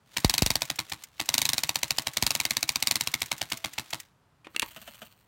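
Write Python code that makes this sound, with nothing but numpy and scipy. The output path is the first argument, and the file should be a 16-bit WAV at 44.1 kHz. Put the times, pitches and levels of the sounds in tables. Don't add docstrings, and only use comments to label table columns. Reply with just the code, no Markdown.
import sys
import numpy as np
from scipy import signal
from scipy.fft import rfft, irfft, next_fast_len
from scipy.io import wavfile
from scipy.ndimage import uniform_filter1d

SR = 44100
rng = np.random.default_rng(int(sys.argv[2]) if len(sys.argv) > 2 else 0)


def dump(signal):
    limited = np.clip(np.atleast_2d(signal).T, -1, 1)
    pcm = np.round(limited * 32767).astype(np.int16)
    wavfile.write(sys.argv[1], SR, pcm)


N = 232444
TIME = np.arange(N) / SR
AGE = np.arange(4096) / SR
FAST_GAP_S, COAST_GAP_S, SLOW_GAP_S = .051, .06, .13

# time in seconds, treble tilt in dB per octave.
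BRIGHTNESS = [(.25, 0.24), (.9, -0.5), (1.4, 0.86), (1.9, -0.06), (2.5, -0.07), (2.9, 0.16), (3.2, 0),
              (3.9, -0.7)]
# start in seconds, level in dB, ring of the bent card in Hz.
SLAPS = [(0.1695, -9.5, 2830), (0.2461, -2.5, 4640), (0.296, -3, 4330), (0.3391, -4.5, 4300),
         (0.38, -3.5, 4300), (0.4209, -4, 4340), (0.462, -4.5, 4640), (0.5036, -4.5, 4290),
         (0.5549, -4.5, 4470), (0.619, -7, 5300), (0.7004, -9, 3280), (0.7896, -10, 4000),
         (0.9209, -16, 3570), (1.1999, -12, 3730), (1.2892, -4, 6000), (1.3404, -3, 4010),
         (1.3797, -2.5, 3990), (1.4166, -4.5, 3800), (1.4532, -4.5, 4060), (1.4901, -4, 4020),
         (1.5325, -5.5, 3860), (1.5803, -6.5, 4100), (1.6347, -6.5, 2170), (1.6918, -5.5, 3900),
         (1.7564, -5.5, 4450), (1.8311, -5.5, 6000), (1.9062, -5, 4620), (1.9838, -5.5, 4650),
         (2.0699, -8.5, 3050), (2.17, -5.5, 4600), (2.2244, -4, 4530), (2.2652, -3.5, 4320),
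         (2.3059, -5, 4570), (2.3509, -6.5, 4660), (2.4007, -6, 2230), (2.452, -6, 2130),
         (2.5073, -5.5, 2230), (2.5681, -5.5, 4670), (2.6282, -5, 4600), (2.6908, -4, 4500),
         (2.7573, -5.5, 4560), (2.825, -5, 4640), (2.8714, -3.5, 4580), (2.9105, -3, 4370),
         (2.9559, -5.5, 4600), (3.009, -6, 4580), (3.0725, -7.5, 3100), (3.1396, -5.5, 2260),
         (3.2183, -8, 3250), (3.3159, -8, 2200), (3.415, -10.5, 3320), (3.5197, -11, 2980),
         (3.6453, -13.5, 3300), (3.7834, -13.5, 2760), (3.932, -14.5, 3230)]

def card_slaps():
    out = np.zeros(N)
    for (start, db, ring_hz), gap in zip(SLAPS, spoke_gaps()):
        slow = np.clip((gap - COAST_GAP_S) / (SLOW_GAP_S - COAST_GAP_S), 0, 1)
        fast = np.clip((COAST_GAP_S - gap) / (COAST_GAP_S - FAST_GAP_S), 0, 1)
        doublings = np.log2(COAST_GAP_S / min(gap, SLOW_GAP_S))
        tilt = np.interp(start, *np.transpose(BRIGHTNESS)) + doublings
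        snap_at = start + .0008 + .0007 * slow
        snap_db = db + 9.5 + 2.75 * slow
        drag_s = .0024 + .0026 * slow
        add(out, snap_at - drag_s, from_db(snap_db - 17.5 + 14 * slow) * slip(drag_s, tilt))
        add(out, snap_at, snap(snap_db, ring_hz, tilt, slow))
        rebound_db = snap_db - 15 + 5.5 * fast + 8 * slow
        add(out, snap_at, flutter(rebound_db, tilt, slow, doublings))
        add(out, snap_at - drag_s / 2, sway())
    return out

def spoke_gaps():
    return np.gradient([0] + [row[0] for row in SLAPS])[1:]

# frequency in Hz, relative level in dB.
SLIP_TONE = [(60, -15.5), (450, -15.5), (850, -2.5), (1300, -6.5), (2300, -1), (3800, -0.5), (6000, -19),
             (9000, -14), (10300, -26), (11500, -16.5), (15500, -20.5)]

def slip(drag_s, tilt):
    fade_in = np.clip(AGE / .00035, 0, 1)
    fade_out = np.clip((drag_s - AGE) / .00023, 0, 1)
    return colour(grit(fade_in * fade_out * (1 + AGE / drag_s)), SLIP_TONE, tilt / 2)

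# frequency in Hz, relative level in dB.
SNAP_TONE = [(60, -14.5), (250, -13.5), (440, -17), (590, -4.5), (780, -3), (1020, -3), (1350, -15),
             (2200, 1), (3200, -3.5), (4500, 1), (6500, -3), (9300, -7), (10300, -15), (11200, -8),
             (15500, -15)]

def snap(db, ring_hz, tilt, slow):
    body = colour(contact(.00026, .0019), SNAP_TONE, tilt - .49, ring_hz, ring_db=6, width_hz=470)
    corners = np.zeros(len(AGE))
    corners[0] = 1
    add(corners, .00071 * rng.uniform(.4, 1.4), from_db([-8]) * rng.choice([-1, 1]))
    crack = colour(corners, SNAP_TONE, tilt + 3)
    return from_db(db - 1.22) * body + from_db(db - 4 - 10 * slow) * crack + from_db(-37) * shove(.001)

# frequency in Hz, relative level in dB.
REBOUND_TONE = [(60, -11.5), (280, 2), (500, -17), (1050, -1.5), (1250, -5), (2300, -2.5), (3200, -4),
                (4300, -0.5), (5000, -6), (9000, -6.5), (10400, -10), (11300, -10.5), (15500, -13.5)]

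def flutter(db, tilt, slow, doublings):
    out = np.zeros(2 * len(AGE))
    swing_s = (.0089 - .0014 * doublings) * rng.normal(1, .025)
    loss_db, ring_db = 10.5 - 3 * slow, 8.5 - 6.1 * slow
    for k in range(4):
        beat = colour(contact(.001, .0016), REBOUND_TONE, tilt / 2, 3810, ring_db, width_hz=290)
        beat_db = db - k * loss_db + min(k, 1) * rng.normal(0, 1.2)
        pushed_air = from_db(-37 - 5 * k) * shove(.0014)
        add(out, swing_s * (k + 1) ** .87, from_db(beat_db) * beat + pushed_air)
    return out

# typical pitch in Hz, level in dB, seconds to fade by 60 dB.
BENDING = [(109, -46.5, 0.12), (147, -44, 0.14), (204, -34.5, 0.043), (290.3, -41.5, 0.11)]

def sway():
    out = np.zeros(len(AGE))
    for hz, db, fade_s in BENDING:
        out -= ring(hz * rng.normal(1, .055), db - 2, fade_s)
    return out * (1 - np.exp(-AGE / .0056))

# frequency in Hz, relative level in dB.
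TOUCH_TONE = [(100, -22), (450, -15), (1100, -12), (2000, 5), (4000, -2), (7000, 3), (9000, -1),
              (10500, -8.5), (14500, -2.5), (16000, -6.5)]
# share of the gap gone by at the touch, level in dB.
LACING = [(.415, -13), (.64, -15.5), (.815, -15.5)]

def spoke_touches(wheel_stops_s=4.095):
    out = np.zeros(N)
    times = [row[0] for row in SLAPS] + [wheel_stops_s]
    for k, (start, gap) in enumerate(zip(times, np.diff(times))):
        share, db = LACING[k % len(LACING)]
        speed_db = 1 - 3 * np.log2(SLOW_GAP_S / min(gap, SLOW_GAP_S))
        tick = colour(contact(.00075, .0045), TOUCH_TONE, tilt=1)
        add(out, start + share * gap, from_db(db + speed_db) * tick)
    return out

# start in seconds, level in dB.
PUFFS = [(0.2471, -9.5), (0.296, -34.5), (0.4223, -12.5), (0.4639, -25), (0.506, -27.5), (0.5571, -34),
         (2.2273, -23.5)]

def air_puffs():
    out = np.zeros(N)
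    half_swings = np.log1p(AGE / .001) / np.log(2.26)
    thump = -np.sin(np.pi * half_swings) * np.exp(-AGE / .011)
    pop = from_db(-3) * shove(.00025)
    for start, db in PUFFS:
        add(out, start, from_db(db) * (thump + pop))
    return out

# frequency in Hz, relative level in dB.
CLANK_TONE = [(60, -21), (300, -4), (750, -14.5), (1100, -8), (2800, -2), (4200, -7), (5200, -14),
              (8000, -14.5), (10500, -17.5), (13000, -26), (16000, -29)]
# start in seconds, level in dB, treble tilt in dB per octave,
# ring in Hz, decay in seconds.
CLANKS = [(4.445, -22, -2, 2400, 0.019), (4.469, -16, -5.5, 970, 0.0028), (4.546, -18, -2.5, 1400, 0.0088),
          (4.563, 0, 1.5, 2780, 0.0012), (4.596, 2.5, 5.5, 2760, .0014), (4.62, -2, 2.5, 2660, 0.0058),
          (4.627, -2.5, -3, 1000, 0.0032)]

def drive_clanks():
    out = np.zeros(N)
    for start, db, tilt, ring_hz, decay_s in CLANKS:
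        knock = colour(contact(.0003, decay_s), CLANK_TONE, tilt, ring_hz, ring_db=10.5, width_hz=400)
        add(out, start, from_db(db) * knock)
    return out

def frame_thud(start=4.626):
    out = np.zeros(N)
    add(out, start, ring(hz=267, db=-34, fade_s=.035))
    return out

# frequency in Hz, relative level in dB.
LINK_TONE = [(60, -14), (210, 7), (420, -11), (800, -9.5), (1300, 2), (2200, -4.5), (2950, 4), (4500, -12),
             (8500, -10.5), (10500, -17), (13600, -10), (16000, -22)]
# start in seconds, level in dB.
LINKS = [(4.709, -24), (4.762, -15.5), (4.816, -21.5), (4.876, -15), (4.944, -23.5), (5.018, -14.5),
         (5.05, -29)]

def chain_links(bounce_s=.0082, bounce_db=-4):
    out = np.zeros(N)
    for start, db in LINKS:
        tilt = .39 * (-15.5 - db)
        for delay, touch_db in ((0, 0), (bounce_s, bounce_db)):
            tick = colour(contact(.00015, .008), LINK_TONE, tilt, ring_hz=635, ring_db=19, width_hz=230)
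            add(out, start + delay, from_db(db + touch_db) * tick)
    return out

# start in seconds, pitch in Hz, level in dB.
PINGS = [(1.985, 651, -52), (3.521, 662, -48.5), (3.646, 283, -53)]

def spoke_pings():
    out = np.zeros(N)
    for start, hz, db in PINGS:
        add(out, start, ring(hz, db, fade_s=.4, age=TIME))
    return out

# frequency in Hz, relative level in dB.
RUB_TONE = [(100, -6), (450, -5.5), (800, -2), (2100, -1), (4000, 0), (5000, -4.5), (7200, -6.5),
            (10500, -11), (15000, -11.5)]
# start in seconds, end in seconds.
TURNS = [(0.148, 1.04), (1.189, 4.002)]

def card_rub(fade_db_per_s=203):
    doublings = np.interp(TIME, np.array(SLAPS)[:, 0], np.log2(COAST_GAP_S / spoke_gaps()))
    from_turn_s = np.min([np.abs(TIME - np.clip(TIME, start, end)) for start, end in TURNS], axis=0)
    level_db = -49.5 + 3 * doublings - fade_db_per_s * from_turn_s
    return friction(level_db, RUB_TONE, grain_db=4, grain_samples=130)

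# frequency in Hz, relative level in dB.
CHAIN_TONE = [(100, 1), (400, -16), (1100, -4), (2000, -5), (3100, -0.5), (3700, -9.5), (4400, -1.5),
              (5000, -14), (8500, -8), (10500, -16), (13800, -5), (16000, -7)]
# time in seconds, level in dB.
RUSTLE = [(4.45, -84), (4.52, -61), (4.66, -47.5), (4.748, -53.5), (4.878, -51.5), (5.112, -59.5),
          (5.27, -73)]

def chain_rustle():
    level_db = np.interp(TIME, *np.transpose(RUSTLE), left=-np.inf)
    return friction(level_db, CHAIN_TONE, grain_db=7, grain_samples=70)

def lawn_echo(sound, fade_s=.13, level_db=-20):
    age = TIME[:SR // 2]
    envelope = from_db(-60 * age / fade_s) * (1 - np.exp(-age / .0052))
    tail = colour(rng.standard_normal(len(age)) * envelope, [(100, 4), (1600, 5), (4000, -10), (16000, -7.5)])
    return from_db(level_db) * signal.fftconvolve(sound, tail)[:N]

# frequency in Hz, relative level in dB.
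AIR_TONE = [(18, -31.5), (38, -7.5), (118, 0.5), (355, -14.5), (404, -12.5), (473, -14.5), (1130, -13),
            (2170, -22.5), (11700, -36), (16000, -41)]

def open_air(level_db=-66):
    return from_db(level_db) * colour(rng.standard_normal(N), AIR_TONE) * np.sqrt(N)

def friction(level_db, tone, grain_db, grain_samples):
    catch = unit(uniform_filter1d(rng.standard_normal(N), size=grain_samples)) * np.sqrt(N)
    noise = rng.standard_normal(N) * from_db(grain_db * catch)
    return from_db(level_db) * colour(noise, tone) * np.sqrt(N)

def contact(rise_s, decay_s):
    return grit((1 - np.exp(-AGE / rise_s)) * np.exp(-AGE / decay_s))

def grit(envelope):
    spectrum = rfft(rng.standard_normal(len(AGE)) * envelope)
    smooth = np.sqrt(np.abs(uniform_filter1d(np.abs(spectrum) ** 2, size=160)) + 1e-18)
    gate = np.minimum(envelope / envelope.max() * 20, 1)
    return unit(irfft(spectrum / smooth) * gate)

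def shove(width_s):
    offset = AGE / width_s - 3
    return offset * np.exp(-offset ** 2 / 2)

def ring(hz, db, fade_s, age=AGE):
    return np.sin(2 * np.pi * hz * age) * from_db(db - 60 * age / fade_s)

def colour(sound, tone, tilt=0, ring_hz=1000, ring_db=0, width_hz=300):
    size = 2 * next_fast_len(len(sound) // 2 + 1)
    hz = np.maximum(np.arange(size // 2 + 1) * SR / size, 1)
    points, levels = np.transpose(tone)
    shape_db = np.interp(np.log(hz), np.log(points), levels) + tilt * np.log2(np.maximum(hz, 700))
    shape_db += ring_db / (1 + (2 * (hz - ring_hz) / width_hz) ** 2)
    cepstrum = irfft(np.log(from_db(shape_db)))
    response = np.exp(rfft(2 * cepstrum[:size // 2], size))
    return unit(irfft(rfft(sound, size) * response)[:len(sound)])

def from_db(db):
    return 10 ** (np.asarray(db) / 20)

def unit(sound):
    return sound / np.sqrt(np.sum(sound ** 2) + 1e-20)

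def add(track, start_s, sound):
    first = max(round(start_s * SR), 0)
    part = track[first:first + len(sound)]
    part += sound[:len(part)]

def scene():
    bicycle = card_slaps() + spoke_touches() + drive_clanks() + frame_thud() + chain_links()
    bicycle += spoke_pings() + card_rub() + chain_rustle()
    return (bicycle + air_puffs() + open_air() + lawn_echo(bicycle))[None]

def record(dry, ceiling=.8, low_cut_hz=38, high_cut_hz=16000):
    thin = signal.sosfilt(signal.butter(3, low_cut_hz, "high", fs=SR, output="sos"), dry)
    rounded = ceiling * np.tanh(thin / ceiling)
    return signal.sosfilt(signal.ellip(10, .2, 80, high_cut_hz, fs=SR, output="sos"), rounded)

dry = scene()
out = record(dry)
dump(out)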